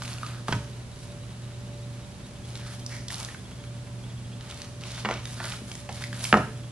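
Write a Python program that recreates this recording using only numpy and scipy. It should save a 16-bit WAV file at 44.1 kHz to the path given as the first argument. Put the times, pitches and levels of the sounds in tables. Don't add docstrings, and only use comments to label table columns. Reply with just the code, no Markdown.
import sys
import numpy as np
from scipy import signal
from scipy.fft import rfft, irfft, next_fast_len
from scipy.io import wavfile

SR = 44100
rng = np.random.default_rng(int(sys.argv[2]) if len(sys.argv) > 2 else 0)


def put_to_file(sound):
    columns = np.atleast_2d(sound).T
    safe = np.clip(columns, -1, 1)
    whole_steps = np.round(safe * 32767)
    wavfile.write(sys.argv[1], SR, whole_steps.astype(np.int16))


N = 295911
TIME = np.arange(N) / SR

# (frequency [Hz], relative density [dB])
FAN_SPECTRUM = [(22, -19), (40, 0.5), (60, 2), (85, 5.5), (150, 5.5), (200, -0.5), (300, -6), (550, -10.5),
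                (800, -14), (2000, -20), (3500, -20), (7000, -23), (10500, -25), (12000, -35.5)]
# (frequency [Hz], coherence [0-1])
FAN_COHERENCE = [(100, 0.94), (400, 0.79), (1000, 0.43), (2000, 0.1), (3000, 0.5), (4200, 0.24),
                 (11000, 0.24)]
# (frequency [Hz], level [dB], waver depth [0-1])
MOTOR_TONES = [(61.5, -60.5, 0.7), (190.8, -56.5, 0.42), (242.2, -58.5, 0.33), (365.7, -65.5, 0.08),
               (581.7, -61, 0.7)]
# (start [s], end [s], pitch [Hz], burst rate [1/s], level [dB])
TWITTER_RUNS = [(0.70, 2.28, 3850, 9.9, -56), (2.34, 2.85, 3300, 13, -52), (3.3, 3.7, 3320, 14, -54),
                (4.02, 4.45, 3300, 14, -52), (6.55, 6.7, 3320, 14, -53)]
# (frequency [Hz], t60 [s], relative level [dB])
ROOM_DECAY = [(101, 0.29, 13.5), (310, 0.49, -3), (850, 0.3, -2.5), (2000, 0.41, -3), (3850, 0.47, -4.5),
              (11000, 0.99, -10)]
# (time [s], level [dB], pitch [Hz])
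LANDINGS = [(0.49, -23, 172), (0.514, -25.5, 85.4), (0.525, -22.5, 152), (0.544, -31, 94),
            (5.619, -29, 188), (6.3312, -11, 198), (6.3592, -16.5, 165)]
# (multiple of the landing's pitch [ratio], bandwidth [Hz], gain [dB])
SLAB_MODES = [(1, 44, -1.5), (2.2, 198, -0.5)]
# (time [s], level [dB], brightness [Hz], wetness [0-1], clack pitch by place of contact [ratio])
BOARD_KNOCKS = [(0.4824, -17, 2650, 0.65, 0.87), (0.5246, -14.5, 5470, 0.63, 1.13),
                (5.0486, -18.5, 3400, 0.36, 0.71), (5.0543, -18.5, 4160, 0.5, 1),
                (5.0878, -17.5, 3400, 0.5, 0.78), (5.099, -22, 1500, 0.55, 0.55),
                (5.11, -16.5, 3500, 0.6, 0.676), (5.125, -24, 3550, 0.36, 1.09),
                (5.4014, -24, 3000, 0.56, 0.84), (5.444, -24.5, 2600, 0.24, 1.06),
                (5.8905, -27.5, 4140, 1, 0.6), (6.3272, -1.5, 3220, 0.13, 0.973),
                (6.3405, -1, 1970, 0.1, 0.96), (6.37, -12.5, 1400, 0.5, 0.74)]
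# (frequency [Hz], bandwidth [Hz], gain [dB])
CLACK_MODES = [(490, 240, -7), (856, 300, 1.5), (1350, 103, -1), (1830, 550, 5), (2850, 640, 4),
               (5050, 1500, 3.5)]
# (frequency [Hz], gain [dB], t60 [s])
BOARD_MODES = [(208, -1, .28), (355, -7, .28), (432, -6, .3), (509, -8, .24), (603, -7, .2), (804, -5, .18),
               (937, -2, .22), (1014, -5, .2), (1211, -6, .2), (1287, -2, .22), (1418, -7, .22),
               (1507, -6, .22), (1875, -7, .2)]
# (start [s], length [s], level [dB], pitch [Hz])
SQUEEZES = [(0.0, 0.4, -51.5, 1424), (2.575, 0.14, -51.5, 1658), (2.897, 0.062, -43, 1955),
            (3.14, 0.085, -47.5, 1150), (4.87, 0.11, -63, 2150), (5.353, 0.12, -42.5, 1490)]
# (frequency [Hz], relative density [dB])
SMEAR_SPECTRUM = [(300, -16), (700, -4), (1400, -4), (2100, -5.5), (3000, -4.5), (4500, -12.5), (8000, -38)]
# (frequency [Hz], relative density [dB])
SWISH_SPECTRUM = [(1500, -52), (3000, 3), (4500, 6.5), (6300, 4.5), (8000, 3), (11000, 5), (12500, -20)]
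# (start [s], length [s], wet smear gain [dB], dry swish re smear [dB], fine hiss re smear [dB])
HAND_STROKES = [(-0.05, 0.19, -48, -0.5, 0.5), (0.168, 0.12, -46, -12, -3.5),
                (0.462, 0.06, -41.5, -5.5, -5), (0.934, 0.12, -60, 3, 4), (2.427, 0.17, -51.5, -2.5, -2.5),
                (2.615, 0.13, -51, 0, 0.5), (2.887, 0.07, -47, -0.5, -1.5), (3.08, 0.13, -45, 0.5, 2),
                (3.21, 0.11, -50.5, -6, -5), (4.386, 0.24, -49, -3, -6), (4.78, 0.21, -45.5, 1, -6),
                (5.081, 0.09, -42.5, -12, -23), (5.22, 0.15, -49.5, -0.5, 2), (5.397, 0.13, -42.5, -2, -1),
                (5.618, 0.17, -54, 1, 3.5), (5.886, 0.17, -48, 0, -1), (6.095, 0.2, -46.5, -1, 0),
                (6.22, 0.025, -43, 2.5, 8.5)]
# (time [s], level [dB], pitch [Hz], snap re pocket resonance [dB])
SKIN_SMACKS = [(0.0204, -23, 1390, 0.5), (0.0782, -26.5, 1460, 7), (0.1306, -29.5, 4740, -13),
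               (0.2314, -22, 1220, -13), (0.2643, -27, 1280, 7), (2.5541, -25.5, 3940, 7),
               (2.8629, -22, 5200, -13), (3.0829, -22.5, 4000, -10), (3.1428, -21, 4370, -12),
               (3.2864, -30, 1900, -10), (3.3453, -31.5, 1490, -15), (3.6391, -34.5, 1660, 10),
               (4.4089, -31, 1890, 13), (4.5101, -30.5, 3050, -15), (5.2545, -23, 2360, 21),
               (5.5218, -22, 2480, 9), (5.5354, -28.5, 1410, -8), (5.7159, -28.5, 3480, 18),
               (5.7528, -25.5, 5750, -1), (6.0387, -23, 2090, 4), (6.1285, -24.5, 1650, -4),
               (6.2412, -18, 4930, 0), (6.2514, -20.5, 2450, -9)]


def from_db(db):
    return 10 ** (np.asarray(db) / 20)


def rms_one(x):
    return x / np.sqrt(np.mean(x ** 2) + 1e-20)


def at_hz(table, hz, column=1):
    table = np.array(table)
    return np.interp(np.log(np.maximum(hz, 1)), np.log(table[:, 0]), table[:, column])


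def coloured(x, spectrum):
    size = next_fast_len(N)
    gain = from_db(at_hz(spectrum, np.fft.rfftfreq(size, 1 / SR)))
    return rms_one(irfft(rfft(x, size) * gain, size)[..., :N])


def butter(x, hz, kind="low", order=2):
    return signal.sosfilt(signal.butter(order, min(hz, .45 * SR), kind, fs=SR, output="sos"), x + 1e-18)


def drift(per_s):
    return rms_one(np.interp(TIME * per_s, np.arange(4000), rng.standard_normal(4000)))


def grains(per_s, spread_db):
    sizes = from_db(spread_db * np.minimum(rng.exponential(1, N), 4)) * rng.choice([-1, 1], N)
    return rms_one(sizes * (rng.random(N) < per_s / SR))


def ring(x, hz, width_hz):
    radius, angle = np.exp(-np.pi * width_hz / SR), 2 * np.pi * hz / SR
    return signal.lfilter([0, np.sin(angle)], [1, -2 * radius * np.cos(angle), radius ** 2], x + 1e-18)


def body(x, modes):
    return sum((-1) ** k * from_db(db) * ring(x, hz, width) for k, (hz, width, db) in enumerate(modes))


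def add(track, s, sound):
    start = max(round(s * SR), 0)
    track[start:start + len(sound)] += sound[:N - start]


def stereo(mid, side, coherence):
    return np.sqrt(1 + coherence) * mid + np.sqrt(1 - coherence) * side * [[1], [-1]]


def fan(level_db=-44):
    size = next_fast_len(N)
    coherence = np.clip(at_hz(FAN_COHERENCE, np.fft.rfftfreq(size, 1 / SR)), 0, 1)
    mid, side = rfft(rng.standard_normal((2, size)))
    noise = irfft(stereo(mid, side, coherence), size)
    return from_db(level_db) * coloured(noise, FAN_SPECTRUM)


def motors(mains_hum_hz=120.02, level_db=-40, sag_db=-8, waver_db=0.9):
    first_sag_s, period_s, half_width_s, edge_s = 1.056, 1.182, 0.18, 0.046
    from_sag_s = np.abs((TIME - first_sag_s + period_s / 2) % period_s - period_s / 2)
    sag = .5 - .5 * np.tanh((from_sag_s - half_width_s) / (2 * edge_s))
    sag *= TIME > first_sag_s - period_s / 2
    hum_db = level_db + sag_db * sag + waver_db * drift(per_s=7)
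    hum = from_db(hum_db) * np.exp(2j * np.pi * mains_hum_hz * TIME + .2j * drift(per_s=2.6))
    for hz, db, depth in MOTOR_TONES:
        waver = 1 + depth * (drift(per_s=8) + 1j * drift(per_s=8))
        hum += from_db(db) * waver * np.exp(2j * np.pi * hz * TIME)
    return np.sqrt(2) * hum.real


def twitter(glide_hz=95):
    out = np.zeros(N)
    stumble = 0.5 * drift(per_s=10)
    scatter_hz, uneven_db = 115 * drift(per_s=440), 1.4 * drift(per_s=12)
    for start, end, hz, per_s, db in TWITTER_RUNS:
        cycle = 2 * np.pi * per_s * (TIME - start) + stumble
        bursts = np.maximum(np.sin(cycle), 0) ** 2 * (TIME > start) * (TIME < end)
        pitch = hz + scatter_hz - glide_hz * np.cos(cycle)
        out += from_db(db + uneven_db) * bursts * np.sin(2 * np.pi * np.cumsum(pitch) / SR)
    return out


def kitchen(x, size=22050, first_echo_s=.003):
    t, response = np.arange(size) / SR, 0
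    edges = np.geomspace(60, 13000, 11)
    for low, high in zip(edges, edges[1:]):
        hz = np.sqrt(low * high)
        band = signal.butter(2, [low, high], "band", fs=SR, output="sos")
        mid, side = signal.sosfilt(band, rng.standard_normal((2, size)))
        coherence = 1 / (1 + (hz / 2500) ** 2)
        decay_db = at_hz(ROOM_DECAY, hz, column=2) - 60 * t / at_hz(ROOM_DECAY, hz)
        response += stereo(mid, side, coherence) * from_db(decay_db)
    response *= np.clip((t - first_echo_s) / 0.00055, 0, 1)
    response /= np.sqrt(np.sum(response ** 2) / 2)
    return signal.fftconvolve(x, response, axes=1)[:, :N]


def thuds(size=6000):
    out, push = np.zeros(N), butter(signal.unit_impulse(size), hz=680)
    for s, db, hz in LANDINGS:
        thud = body(push, [(hz * multiple, width, gain) for multiple, width, gain in SLAB_MODES])
        add(out, s, from_db(db) * thud / np.abs(thud).max())
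    return out


def contacts(flop_s=0.00624, flop_db=-11.5, dulling=0.49, lowering=0.804):
    rows = []
    for s, db, bright_hz, wet, ratio in BOARD_KNOCKS:
        rows.append((s, db, bright_hz, wet, ratio))
        rows.append((s + flop_s, db + flop_db, bright_hz * dulling, wet, ratio * lowering))
    return rows


def board(size=13000, spray_decay_s=0.0045, ringing_db=-22.5):
    clacks, force = np.zeros((2, N))
    t, rows = np.arange(size) / SR, contacts()
    for (s, db, bright_hz, wet, ratio), spray in zip(rows, rng.standard_normal((len(rows), size))):
        contact = signal.unit_impulse(size) + 0.26 * wet * spray * np.exp(-t / spray_decay_s)
        pulse = butter(contact, bright_hz, order=4)
        clack = body(pulse, [(hz * ratio, width, gain) for hz, width, gain in CLACK_MODES])
        strength = from_db(db) / np.abs(clack).max()
        add(clacks, s, strength * clack)
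        add(force, s, strength * pulse)
    ringing = sum(from_db(db) * ring(force, hz, width_hz=np.log(1000) / (np.pi * t60))
                  for hz, db, t60 in BOARD_MODES)
    return butter(clacks + from_db(ringing_db) * ringing, 170, "high")


def spatter(size=1500, gain_db=-5.0, decay_s=0.0062):
    out, t = np.zeros(N), np.arange(size) / SR
    sprays = rng.choice([-1, 1], (len(BOARD_KNOCKS), size))
    for (s, db, _, wet, _), spray in zip(BOARD_KNOCKS, sprays):
        add(out, s, from_db(db + gain_db) * wet * spray * np.exp(-t / decay_s))
    return butter(butter(out, 2600, "high"), 5500)


def swells(rows, attack_share=0.37, release_s=0.04):
    power = np.zeros(N)
    for s, length, db in rows:
        t = TIME[:int((length + 10 * release_s) * SR)] - min(s, 0)
        attack = np.minimum(t / (attack_share * length), 1)
        release = np.exp(-np.maximum(t - length, 0) / release_s)
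        add(power, s, (from_db(db) * attack * release) ** 2)
    return np.sqrt(power)


def effort(rest_smear_db=-58, rest_swish_db=-66):
    wet = swells([(s, length, db) for s, length, db, _, _ in HAND_STROKES])
    dry = swells([(s, length, db + dry_db) for s, length, db, dry_db, _ in HAND_STROKES])
    fine = swells([(s, length, db + fine_db) for s, length, db, _, fine_db in HAND_STROKES])
    rest_smear, rest_swish = from_db([rest_smear_db, rest_swish_db])
    return np.hypot(wet, rest_smear), np.hypot(dry, rest_swish), np.hypot(fine, rest_swish)


def squelch(width_hz=270):
    crackle, out = grains(per_s=1300, spread_db=2.0), 0
    narrow, wide = rms_one(butter(crackle, width_hz)), rms_one(butter(crackle, 3 * width_hz))
    for s, length, db, hz in SQUEEZES:
        phase = 2 * np.pi * hz * TIME
        cavity = narrow * np.sin(phase) + from_db(-3) * wide * np.sin(2.8 * phase)
        out += swells([(s, length, db)]) * cavity
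    return out


def rubbing(wet, dry, fine, split_hz=6750):
    grip = from_db(2.0 * drift(per_s=60))
    tearing = grains(per_s=900, spread_db=4.5) + 0.82 * rng.standard_normal(N)
    smear = 0.75 * grip * coloured(tearing, SMEAR_SPECTRUM)
    crackle = coloured(grains(per_s=300, spread_db=4.3), SWISH_SPECTRUM)
    hiss = coloured(rng.standard_normal((2, N)), SWISH_SPECTRUM)
    swish = grip * (crackle + 0.76 * hiss)
    palm = butter(swish, split_hz, order=3)
    seasoning = butter(swish, split_hz, "high", order=3)
    return wet * smear + dry * palm + fine * seasoning + squelch()


def faint_smacks(wet, count=24, level_db=-31.5, spread_db=6, low_hz=1370, high_hz=4350, snap_db=0.5):
    when, size, pitch = rng.random((count, 3)).T
    busy = wet - wet.min()
    times = np.interp(when, np.cumsum(busy) / busy.sum(), TIME)
    levels = level_db + spread_db * (2 * size - 1)
    pitches = low_hz * (high_hz / low_hz) ** pitch
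    return [(s, db, hz, snap_db) for s, db, hz in zip(times, levels, pitches)]


def smacks(wet, size=1500, rise_s=0.00044, decay_s=0.0015):
    out, t = np.zeros(N), np.arange(size) / SR
    rows = list(SKIN_SMACKS) + faint_smacks(wet)
    envelope = (1 - np.exp(-t / rise_s)) * np.exp(-t / decay_s)
    for (s, db, hz, snap_db), spray in zip(rows, rng.choice([-1, 1], (len(rows), size))):
        tear = .5 * spray * envelope + 0.28 * signal.unit_impulse(size)
        pocket = butter(ring(tear, hz, width_hz=0.19 * hz), 1.16 * hz, "high")
        snap = butter(butter(tear, 1500, "high"), 4900)
        pop = rms_one(pocket) + from_db(snap_db) * rms_one(snap)
        add(out, s, from_db(db) * pop / np.abs(pop).max())
    return out


def scene(hands_room_db=-7.5, wood_room_db=-10.5, left_db=0.14, right_db=1.29):
    wet, dry, fine = effort()
    hands = rubbing(wet, dry, fine) + smacks(wet) + spatter()
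    wood = board() + thuds()
    room = kitchen(from_db(hands_room_db) * hands + from_db(wood_room_db) * wood)
    left, right = motors() + twitter() + fan() + room + wood + hands
    left = np.roll(left, 2)
    return np.array([from_db(left_db) * left, from_db(right_db) * right])


def record(dry, ceiling=.95, cutoff_hz=11700):
    low_pass = signal.ellip(10, .1, 80, cutoff_hz, fs=SR, output="sos")
    return signal.sosfilt(low_pass, np.clip(dry, -ceiling, ceiling))


dry = scene()
out = record(dry)
put_to_file(out)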